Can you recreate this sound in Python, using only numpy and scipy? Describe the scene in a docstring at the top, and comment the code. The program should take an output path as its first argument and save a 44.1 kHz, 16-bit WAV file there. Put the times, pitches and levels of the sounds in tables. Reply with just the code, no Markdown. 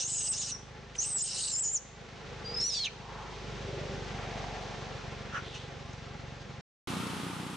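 """A baby macaque shrieks three times close by, outdoors: a very high whistle from its vocal folds that breaks
into rasp and, in the last cry, splits into side tones. Far off, a slow one-cylinder engine chugs as each firing
rings its exhaust. A short huff and some scuffs follow as the baby is gathered up. After a moment of silence the
scene changes: an engine runs faster and brighter, fading away."""
import sys
import numpy as np
from scipy import signal
from scipy.fft import rfft, irfft
from scipy.io import wavfile
from scipy.ndimage import uniform_filter1d, minimum_filter1d

SR = 44100
rng = np.random.default_rng(int(sys.argv[2]) if len(sys.argv) > 2 else 0)


def wav_record(signal):
    """Record a signal, one row per channel, as 16-bit PCM in the file named by sys.argv[1]."""
    frames = np.transpose(np.atleast_2d(signal))
    bounded = np.clip(frames, -1, 1)
    # unit amplitude maps onto the largest positive 16-bit level
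    quanta = np.round(bounded * 32767).astype(np.int16)
    wavfile.write(sys.argv[1], SR, quanta)


N = 333396
TIME = np.arange(N) / SR
FREQ = np.maximum(np.fft.rfftfreq(2 * N, 1 / SR), 1)
SILENCE_START_S, SILENCE_END_S = 6.61, 6.873
CRACKS_PER_S = 220  # how often a rough voice jumps in pitch


def amp(db):
    """Turn decibels into a number to multiply by."""
    return 10 ** (np.asarray(db) / 20)


def unit(x):
    """Scale a sound to an average power of 1."""
    return x / np.sqrt(np.mean(x ** 2))


def curves(table):
    """One curve for each column after time, joining the rows with straight lines."""
    times, *columns = np.transpose(table)
    return [np.interp(TIME, times, column) for column in columns]


def shape(x, response):
    """Turn each frequency up or down; the result has power 1."""
    return unit(irfft(rfft(x, 2 * N) * response)[..., :N])


def colour(x, points):
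    """Shape a sound by (frequency [Hz], level [dB]) points, falling away beyond both ends."""
    hz, db = np.transpose(points)
    gain = amp(np.interp(np.log(FREQ), np.log(hz), db))
    return shape(x, gain * np.minimum(FREQ / hz[0], 1) ** 3 * np.minimum(hz[-1] / FREQ, 1) ** 6)


def ring(x, modes):
    """Pass a sound through resonances: the pitches at which a hollow space likes to ring."""
    response = sum(amp(db) / (1 + 1j * (FREQ / hz - hz / FREQ) * hz / width) ** 2
                   for hz, width, db in modes)
    return shape(x, response)


def low_pass(x, hz):
    """Cut the treble steeply above hz."""
    return signal.sosfilt(signal.ellip(12, .2, 70, hz, fs=SR, output="sos"), x)


def wander(hz):
    """A smooth random wobble of size about 1, mostly slower than hz."""
    smoothing = signal.butter(2, min(hz, SR / 3), fs=SR, output="sos")
    return unit(signal.sosfilt(smoothing, rng.standard_normal(N)))


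def jumps(hz):
    """A random value that jumps about hz times a second."""
    return rng.standard_normal(N)[np.cumsum(rng.random(N) < hz / SR)]


def turns(hz):
    """How far a vibration has turned so far (its phase), in radians."""
    return 2 * np.pi * np.cumsum(hz) / SR


def band(hz, width):
    """A narrow band of noise around a pitch that may move."""
    smoothing = signal.butter(3, width / 2, fs=SR, output="sos")
    a, b = signal.sosfilt(smoothing, rng.standard_normal((2, N)))
    phase = turns(hz)
    return unit(a * np.sin(phase) + b * np.cos(phase))


def wide_noise(side):
    """Noise for two ears; a larger side makes them less alike."""
    mid, apart = rng.standard_normal((2, N))
    return np.array([mid + side * apart, mid - side * apart])


def swells(source, table):
    """Smooth rises and falls of a sound, each in its own band."""
    return sum(ring(source, [(hz, width, 0)]) * amp(db) * np.exp(-((TIME - peak) / length) ** 2)
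               for peak, length, db, hz, width in table)


def envelope(start, end, attack_s=.014, release_s=.024):
    """Fade one call in, hold it, and fade it out."""
    return np.clip(np.minimum((TIME - start) / attack_s, (end - TIME) / release_s), 0, 1)


def outdoors(x, echo_s, wet_db):
    """Add thin echoes from ground and trees, different at each ear."""
    t = TIME[:SR // 2]
    tail = rng.standard_normal((2, len(t))) * amp(-60 * t / echo_s) * (t > .003)
    tail /= np.sqrt(np.sum(tail ** 2, axis=1, keepdims=True))
    return x + amp(wet_db) * signal.fftconvolve(np.atleast_2d(x), tail, axes=1)[:, :N]


def monkey():
    """Vocal folds whistle; pushed harder they shake unevenly, so the pitch cracks and the voice rasps."""
    # the course of each cry: (time [s], pitch [Hz], roughness [0-1])
    first_cry = [(-.02, 5510, 0.6), (.03, 6130, 0.86), (.06, 6405, .5), (.074, 7390, .62),
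                 (.118, 7900, .48), (.15, 7596, 0.54), (.2, 8050, 0.48), (.25, 8020, 0.66),
                 (.285, 8270, 0.45), (.31, 8200, 0.2), (.333, 7790, .42), (.337, 5470, .72),
                 (.372, 5870, 0.7), (.392, 7150, .62), (.411, 6680, 0.3), (.42, 6490, 1.22),
                 (.442, 5450, 0.88), (.49, 7070, 0.9), (.528, 6370, 1.11)]
    second_cry = [(0.977, 6545, 0.43), (0.99, 5800, 0.11), (1.001, 6150, 0.19), (1.008, 6770, 0.52),
                  (1.03, 6424, 0.83), (1.053, 8230, 0.51), (1.103, 8410, 0.43), (1.154, 7820, 0.11),
                  (1.174, 7720, 0.45), (1.217, 6900, 0.39), (1.226, 8150, 0.2), (1.258, 8540, 0.51),
                  (1.284, 8450, 0.89), (1.39, 8550, 0.94), (1.422, 8300, 0.5), (1.46, 8000, 0.46),
                  (1.501, 7640, 0.57), (1.56, 6950, .36), (1.578, 7530, 0.28), (1.592, 7360, 0.46),
                  (1.611, 7960, 0.1), (1.632, 7260, 0.45), (1.664, 6850, 0.25), (1.712, 6900, 0.36),
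                  (1.737, 7600, 0.36), (1.762, 6620, 0.11), (1.783, 5050, 0.44)]
    last_cry = [(2.558, 5066, 0.07), (2.596, 5156, 0.057), (2.609, 5530, 0.27), (2.624, 5166, 0.1),
                (2.656, 5840, .08), (2.686, 5950, .14), (2.706, 5134, .28), (2.736, 5180, 0.099),
                (2.748, 4665, 0.42), (2.762, 4600, 0.52), (2.771, 4600, 0.14), (2.784, 4500, 0.18),
                (2.791, 4428, .5), (2.803, 4378, 0.14), (2.83, 4187, .14), (2.847, 3750, 0.47),
                (2.863, 2810, 0.53), (2.878, 2380, 0.32), (2.891, 2320, .4)]
    # how hard the baby pushes: (time [s], level [dB])
    effort = [(0, -33), (.24, -33), (.315, -28.5), (.36, -36), (.405, -31.5), (.46, -37.5), (.53, -35.5),
              (.99, -31.5), (1.03, -31), (1.1, -35.5), (1.15, -30), (1.22, -28), (1.32, -36), (1.42, -29.5),
              (1.52, -31), (1.67, -26.5), (1.728, -34.5), (1.755, -21.5), (1.785, -25), (2.56, -30),
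              (2.62, -30.5), (2.65, -25.5), (2.75, -25.5), (2.88, -25.5)]
    hz, rough = curves(first_cry + second_cry + last_cry)
    rough = np.clip(rough * (1 + .2 * wander(45)), .01, 1)
    effort_db, = curves(effort)
    sounding = sum(envelope(cry[0][0], cry[-1][0]) for cry in (first_cry, second_cry, last_cry))
    flutter_db = 1.6 * (1 - rough) * wander(70)
    loudness = sounding * amp(effort_db + flutter_db)
    waver = .004 * wander(120)
    cracks = rough * (.03 * wander(600) + .05 * jumps(CRACKS_PER_S) * rough ** .5)
    phase = turns(hz * (1 + waver + cracks))
    whistle = np.sqrt(2) * (np.sin(phase) + side_tones(phase, rough)) * amp(4 * rough * wander(250))
    smear = band(hz * (1 + .05 * rough * wander(70)), width=800)  # uneven cycles blur the pitch
    tone = np.maximum(1 - 1.35 * rough ** 2, 0) * whistle + .62 * rough * smear
    strain_db = .014 * np.maximum(hz - 8250, 0)  # the voice thins at the top of its range
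    voice = tone * amp(-strain_db) + .5 * rasp(hz, rough)
    cries = steady_lungs(voice * bursts(rough)) * loudness + thin_whistles()
    near = outdoors(cries, echo_s=.047, wet_db=-7.5)
    trees = outdoors(cries, echo_s=.54, wet_db=-15.5) - cries
    return (near + trees) * amp([[-.2], [.2]])  # a touch louder on the right


def rasp(hz, rough):
    """Swirling air rings the drifting resonances of throat and mouth, now one and now another the most."""
    # throat and mouth resonances: (centre [Hz], width [Hz], level [dB], exponent on roughness)
    throat = [(2910, 420, -5, 2.2), (5365, 790, 0, 1.6), (6240, 820, -2.5, 1.28), (7100, 1100, -0.5, 1.4),
              (8220, 670, -5, 1.8), (8580, 700, -7, 0.93)]
    # one more comes and goes as the mouth moves: (time [s], centre [Hz], level [dB])
    mouth = [(0, 3910, -4), (.12, 4020, -11), (.22, 3750, -10), (.29, 3730, -20), (.38, 3907, -3),
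             (.48, 4150, -4.5), (1.04, 4184, -13), (1.2, 3900, -14.5), (1.32, 4185, -4), (1.4, 4195, 2),
             (1.48, 4265, 3.5), (1.54, 4446, -8.5), (1.6, 4700, -24), (1.78, 4500, -22), (2.75, 3869, 2)]
    mouth_hz, mouth_db = curves(mouth)
    air = amp(-11.5) * rough ** 2 * ring(rng.standard_normal(N), [(5800, 3000, 0)])
    for centre, width, db, exponent in throat + [(mouth_hz, 940, mouth_db, .96)]:
        reach = np.minimum(1, 1.4 * hz / centre) ** 3  # resonances far above the pitch get little energy
        drift, shift_db = 1 + .022 * wander(14), 2.2 * wander(22)
        air = air + band(centre * drift, width) * amp(db + shift_db) * rough ** exponent * reach
    return air


def bursts(rough, rate_hz=400):
    """A rough voice comes in rapid, uneven bursts, each starting sharply and fading."""
    cycle = np.cumsum(rate_hz * np.exp(.35 * jumps(rate_hz))) / SR
    fade_db = 13 * rough * (cycle % 1)
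    return uniform_filter1d(amp(-fade_db), size=16)


def steady_lungs(x, window_s=.021):
    """Steady pressure from the lungs keeps the power of the voice even."""
    return x / np.sqrt(uniform_filter1d(x ** 2, size=int(window_s * SR)) + 1e-9)


def slow_engine():
    """Distant firings ring the exhaust; the moving parts clatter loosely in step with them."""
    # engine speed: (time [s], firing rate [Hz])
    speed = [(0, 25.38), (1.9, 25.44), (3.15, 24.93), (3.45, 24.56), (4.04, 23.89), (5.02, 23.37),
             (6.6, 23.23)]
    # the engine grows and recedes: (time [s], rise and fall [dB], level of the low thump [dB])
    course = [(0, -13, -50.5), (1.8, -9, -51.5), (2.4, -3, -46), (3.2, -1, -45), (3.8, -0.5, -40),
              (4.6, -0.5, -45.5), (5.5, -6.5, -45.5), (6.6, -9.5, -46)]
    # its other parts, by name: (base level [dB], share of the rise and fall it follows [0-1])
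    parts = {"boom": (-49, 0.69), "pipe": (-50, 1), "clatter": (-43, 0.67), "hiss": (-48, 0.83)}
    # exhaust resonances, low to high: (centre [Hz], width [Hz], relative level [dB])
    boom_modes = [(49.3, 4.2, 1), (70.3, 6, -13.5)]
    thump_modes = [(92.6, 60, 7), (125.6, 58.3, 7.5), (194, 40, -4)]
    pipe_modes = [(383.4, 43, 7.5), (444.3, 36, 11.5), (750, 240, -16.5)]
    # tone of the clatter and of the open-air hiss: (frequency [Hz], relative level [dB])
    clatter_tone = [(200, 5), (300, -3.5), (400, 0.5), (600, -3), (780, -0.5), (1050, -4.5), (1500, -5),
                    (2100, -8), (3000, -15)]
    hiss_tone = [(1500, -8.5), (2300, -2.5), (3600, -2), (4800, -5.5), (6200, -8), (7500, -17),
                 (9300, -29.5)]
    # swells of distant noise: (peak time [s], length [s], level [dB], centre [Hz], width [Hz])
    far_swells = [(2.421, 0.42, -50, 462, 60), (3.162, 0.21, -44, 950, 480), (3.787, 0.35, -43.5, 395, 80),
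                  (3.822, 0.22, -44.5, 546, 128), (4.05, 0.26, -53.5, 200, 60),
                  (4.443, 0.42, -44.5, 726, 300), (4.297, 0.22, -51, 1950, 900)]
    hz, = curves(speed)
    engine_db, thump_db = curves(course)
    gain = {part: amp(db + share * engine_db) for part, (db, share) in parts.items()}
    blows, gush = firings(hz, scatter_db=1.3, gas=.36)
    boom = ring(blows, boom_modes) * gain["boom"]
    thump = ring(blows, thump_modes) * amp(thump_db)
    # from afar the higher resonances arrive smeared by echoes
    far = outdoors(blows, echo_s=.51, wet_db=-5) + .8 * wide_noise(.25)
    pipe = ring(far, pipe_modes) * gain["pipe"]
    rattle = wide_noise(.2) * (1 + .27 * gush) * amp(.75 * wander(10))
    clatter = colour(outdoors(rattle, echo_s=.095, wet_db=-3.5), clatter_tone) * gain["clatter"]
    hiss = colour(wide_noise(.39) * amp(.66 * wander(25)), hiss_tone) * gain["hiss"]
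    return boom + thump + pipe + clatter + hiss + swells(wide_noise(.21), far_swells)


def firings(hz, scatter_db, gas, decay_cycles=.6):
    """Each firing is a pressure pulse and a gush of gas; returns their sound and the gush's strength."""
    cycle = np.cumsum(hz) / SR
    size = amp(scatter_db * wander(32))
    pulses = unit(np.diff(np.floor(cycle), prepend=0) * size)
    gush = unit(np.exp(-(cycle % 1) / decay_cycles) * size)
    return pulses + gas * gush * wide_noise(.36), gush


def thin_whistles():
    """Soft, gliding tones before, beside or after a cry; the rough ones blur into narrow noise."""
    # whistles: (start [s], length [s], pitch [Hz], glide [Hz/s], level [dB], roughness [0-1])
    glides = [(0.107, 0.16, 7180, -7500, -36.5, 0.62), (0.51, 0.064, 5970, -8000, -34, 0.4),
              (.548, 0.103, 5740, 2.5, -53, 0.7), (1.195, 0.068, 5184, -4.5, -37, 0.42),
              (1.288, 0.092, 5240, 305, -41, 0.88), (1.526, 0.061, 5220, 501.5, -34.5, 0.3),
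              (1.634, 0.057, 5316, 1.5, -44, .4), (2.443, 0.14, 4767, 1100, -41.5, .06),
              (2.538, 0.028, 4980, 8999, -27, 0.08), (2.843, 0.043, 6650, -22000, -29, 0.34)]
    total = 0
    for start, length, hz, glide, db, rough in glides:
        pitch = (hz + glide * (TIME - start)) * (1 + .002 * wander(60) + .015 * rough * wander(150))
        tone = (1 - rough) * np.sqrt(2) * np.sin(turns(pitch)) + rough * band(pitch, width=600)
        total = total + unit(tone) * amp(db) * envelope(start, start + length, release_s=.059)
    return total * amp(.58 * wander(80))


def scuffs():
    """Small huffs, smacks and scuffs of fur: short swells of grainy noise."""
    # each swell: (peak time [s], length [s], level [dB], centre [Hz], width [Hz])
    touches = [(0.955, 0.0034, -39.5, 2690, 1515), (0.964, 0.011, -47.5, 6130, 2510),
               (5.537, 0.12, -49.5, 3394, 1400), (5.562, 0.014, -44, 2850, 600),
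               (5.564, 0.021, -52, 5870, 696), (5.933, 0.0039, -52, 6000, 1410)]
    return swells(wide_noise(.3) * amp(2.2 * wander(150)), touches)


def side_tones(phase, rough):
    """Mainly in the last cry, a second, slower vibration adds tones above and below the whistle."""
    # the second vibration: (time [s], rate [Hz], depth [0-1])
    second_voice = [(2.603, 1055, 0.04), (2.611, 1091, 0.28), (2.632, 1357, 0.22), (2.68, 1590, 0.48),
                    (2.71, 1646, 0.14), (2.733, 1267, 0.37), (2.753, 950, 0.95), (2.78, 1078, 0.8),
                    (2.81, 1042, 0.4), (2.845, 780, 0.3), (2.865, 705.6, 0)]
    # its tones: (distance from the pitch [multiples of that rate], level [dB])
    neighbours = [(-2, -19), (-1, -4), (1, -6), (2, -14), (3, -18.5)]
    rate, depth = curves(second_voice)
    beat = turns(rate * (1 + .015 * wander(600) + .6 * rough ** 2 * jumps(CRACKS_PER_S)))
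    tones = sum(amp(db + 2.5 * wander(70)) * np.sin(phase + round(k) * beat) for k, db in neighbours)
    creak = .44 * depth * wander(210) * np.sin(phase)  # it also makes the whistle flutter
    leaking_air = amp(-24) * np.sqrt(depth) * ring(rng.standard_normal(N), [(7960, 4500, 0)])
    return depth * amp(2 * rough) * tones + creak + leaking_air


def huff(peak_s=5.366, length_s=.031, level_db=-34.5):
    """One soft, round puff of air through a monkey's throat."""
    # throat resonances: (centre [Hz], width [Hz], relative level [dB])
    throat = [(1160, 290, -8), (1385, 320, 0), (1650, 110, -2), (2730, 610, -14), (5940, 580, -21)]
    return ring(wide_noise(.58), throat) * amp(level_db) * np.exp(-((TIME - peak_s) / length_s) ** 2)


def fast_engine(start_hz=30.28, slowing_hz_per_s=.3):
    """Quicker firings ring the exhaust under a brighter clatter, and both fade away."""
    # exhaust resonances: (centre [Hz], width [Hz], relative level [dB])
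    thump_modes = [(165, 200, 0), (182, 24, -5), (272, 16, -2)]
    # tone of the clatter and hiss: (frequency [Hz], relative level [dB])
    clatter_tone = [(130, 7), (400, 1), (600, -10.5), (870, 1), (1080, -1.5), (1250, 1.5), (1700, -7.5),
                    (3200, -6.5), (4800, -13.5), (7000, -17), (9800, -17.5), (12000, -25), (15000, -39)]
    elapsed = np.maximum(TIME - SILENCE_END_S, 0)
    blows, gush = firings(start_hz - slowing_hz_per_s * elapsed, scatter_db=.5, gas=.2)
    thump = ring(blows, thump_modes) * amp(-37 - 10.5 * elapsed)
    clatter = colour(wide_noise(.46) * (1 + .13 * gush), clatter_tone) * amp(-36.5 - 9 * elapsed)
    return thump + clatter


def scene():
    """Cries over the slow engine with the top treble cut, a silence, then a second scene with a faster engine."""
    opening = low_pass(monkey() + slow_engine() + huff() + scuffs(), hz=9500)
    return opening * (TIME < SILENCE_START_S) + fast_engine() * (TIME > SILENCE_END_S)


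def record(dry, ceiling_db=-22, recovery_s=.47):
    """Gain control turns everything down at loud peaks and recovers slowly; the highest treble is cut."""
    peak = np.maximum(np.abs(dry).max(axis=0), amp(ceiling_db))
    over_db = 20 * np.log10(peak) - ceiling_db
    recovery = np.exp(-TIME / recovery_s)
    cut_db = np.maximum.accumulate(over_db / recovery) * recovery  # each cut lingers, then eases off
    gain = uniform_filter1d(minimum_filter1d(amp(-cut_db), size=130), size=130)
    return low_pass(dry * gain, hz=15200)


dry = scene()
out = record(dry)
wav_record(out)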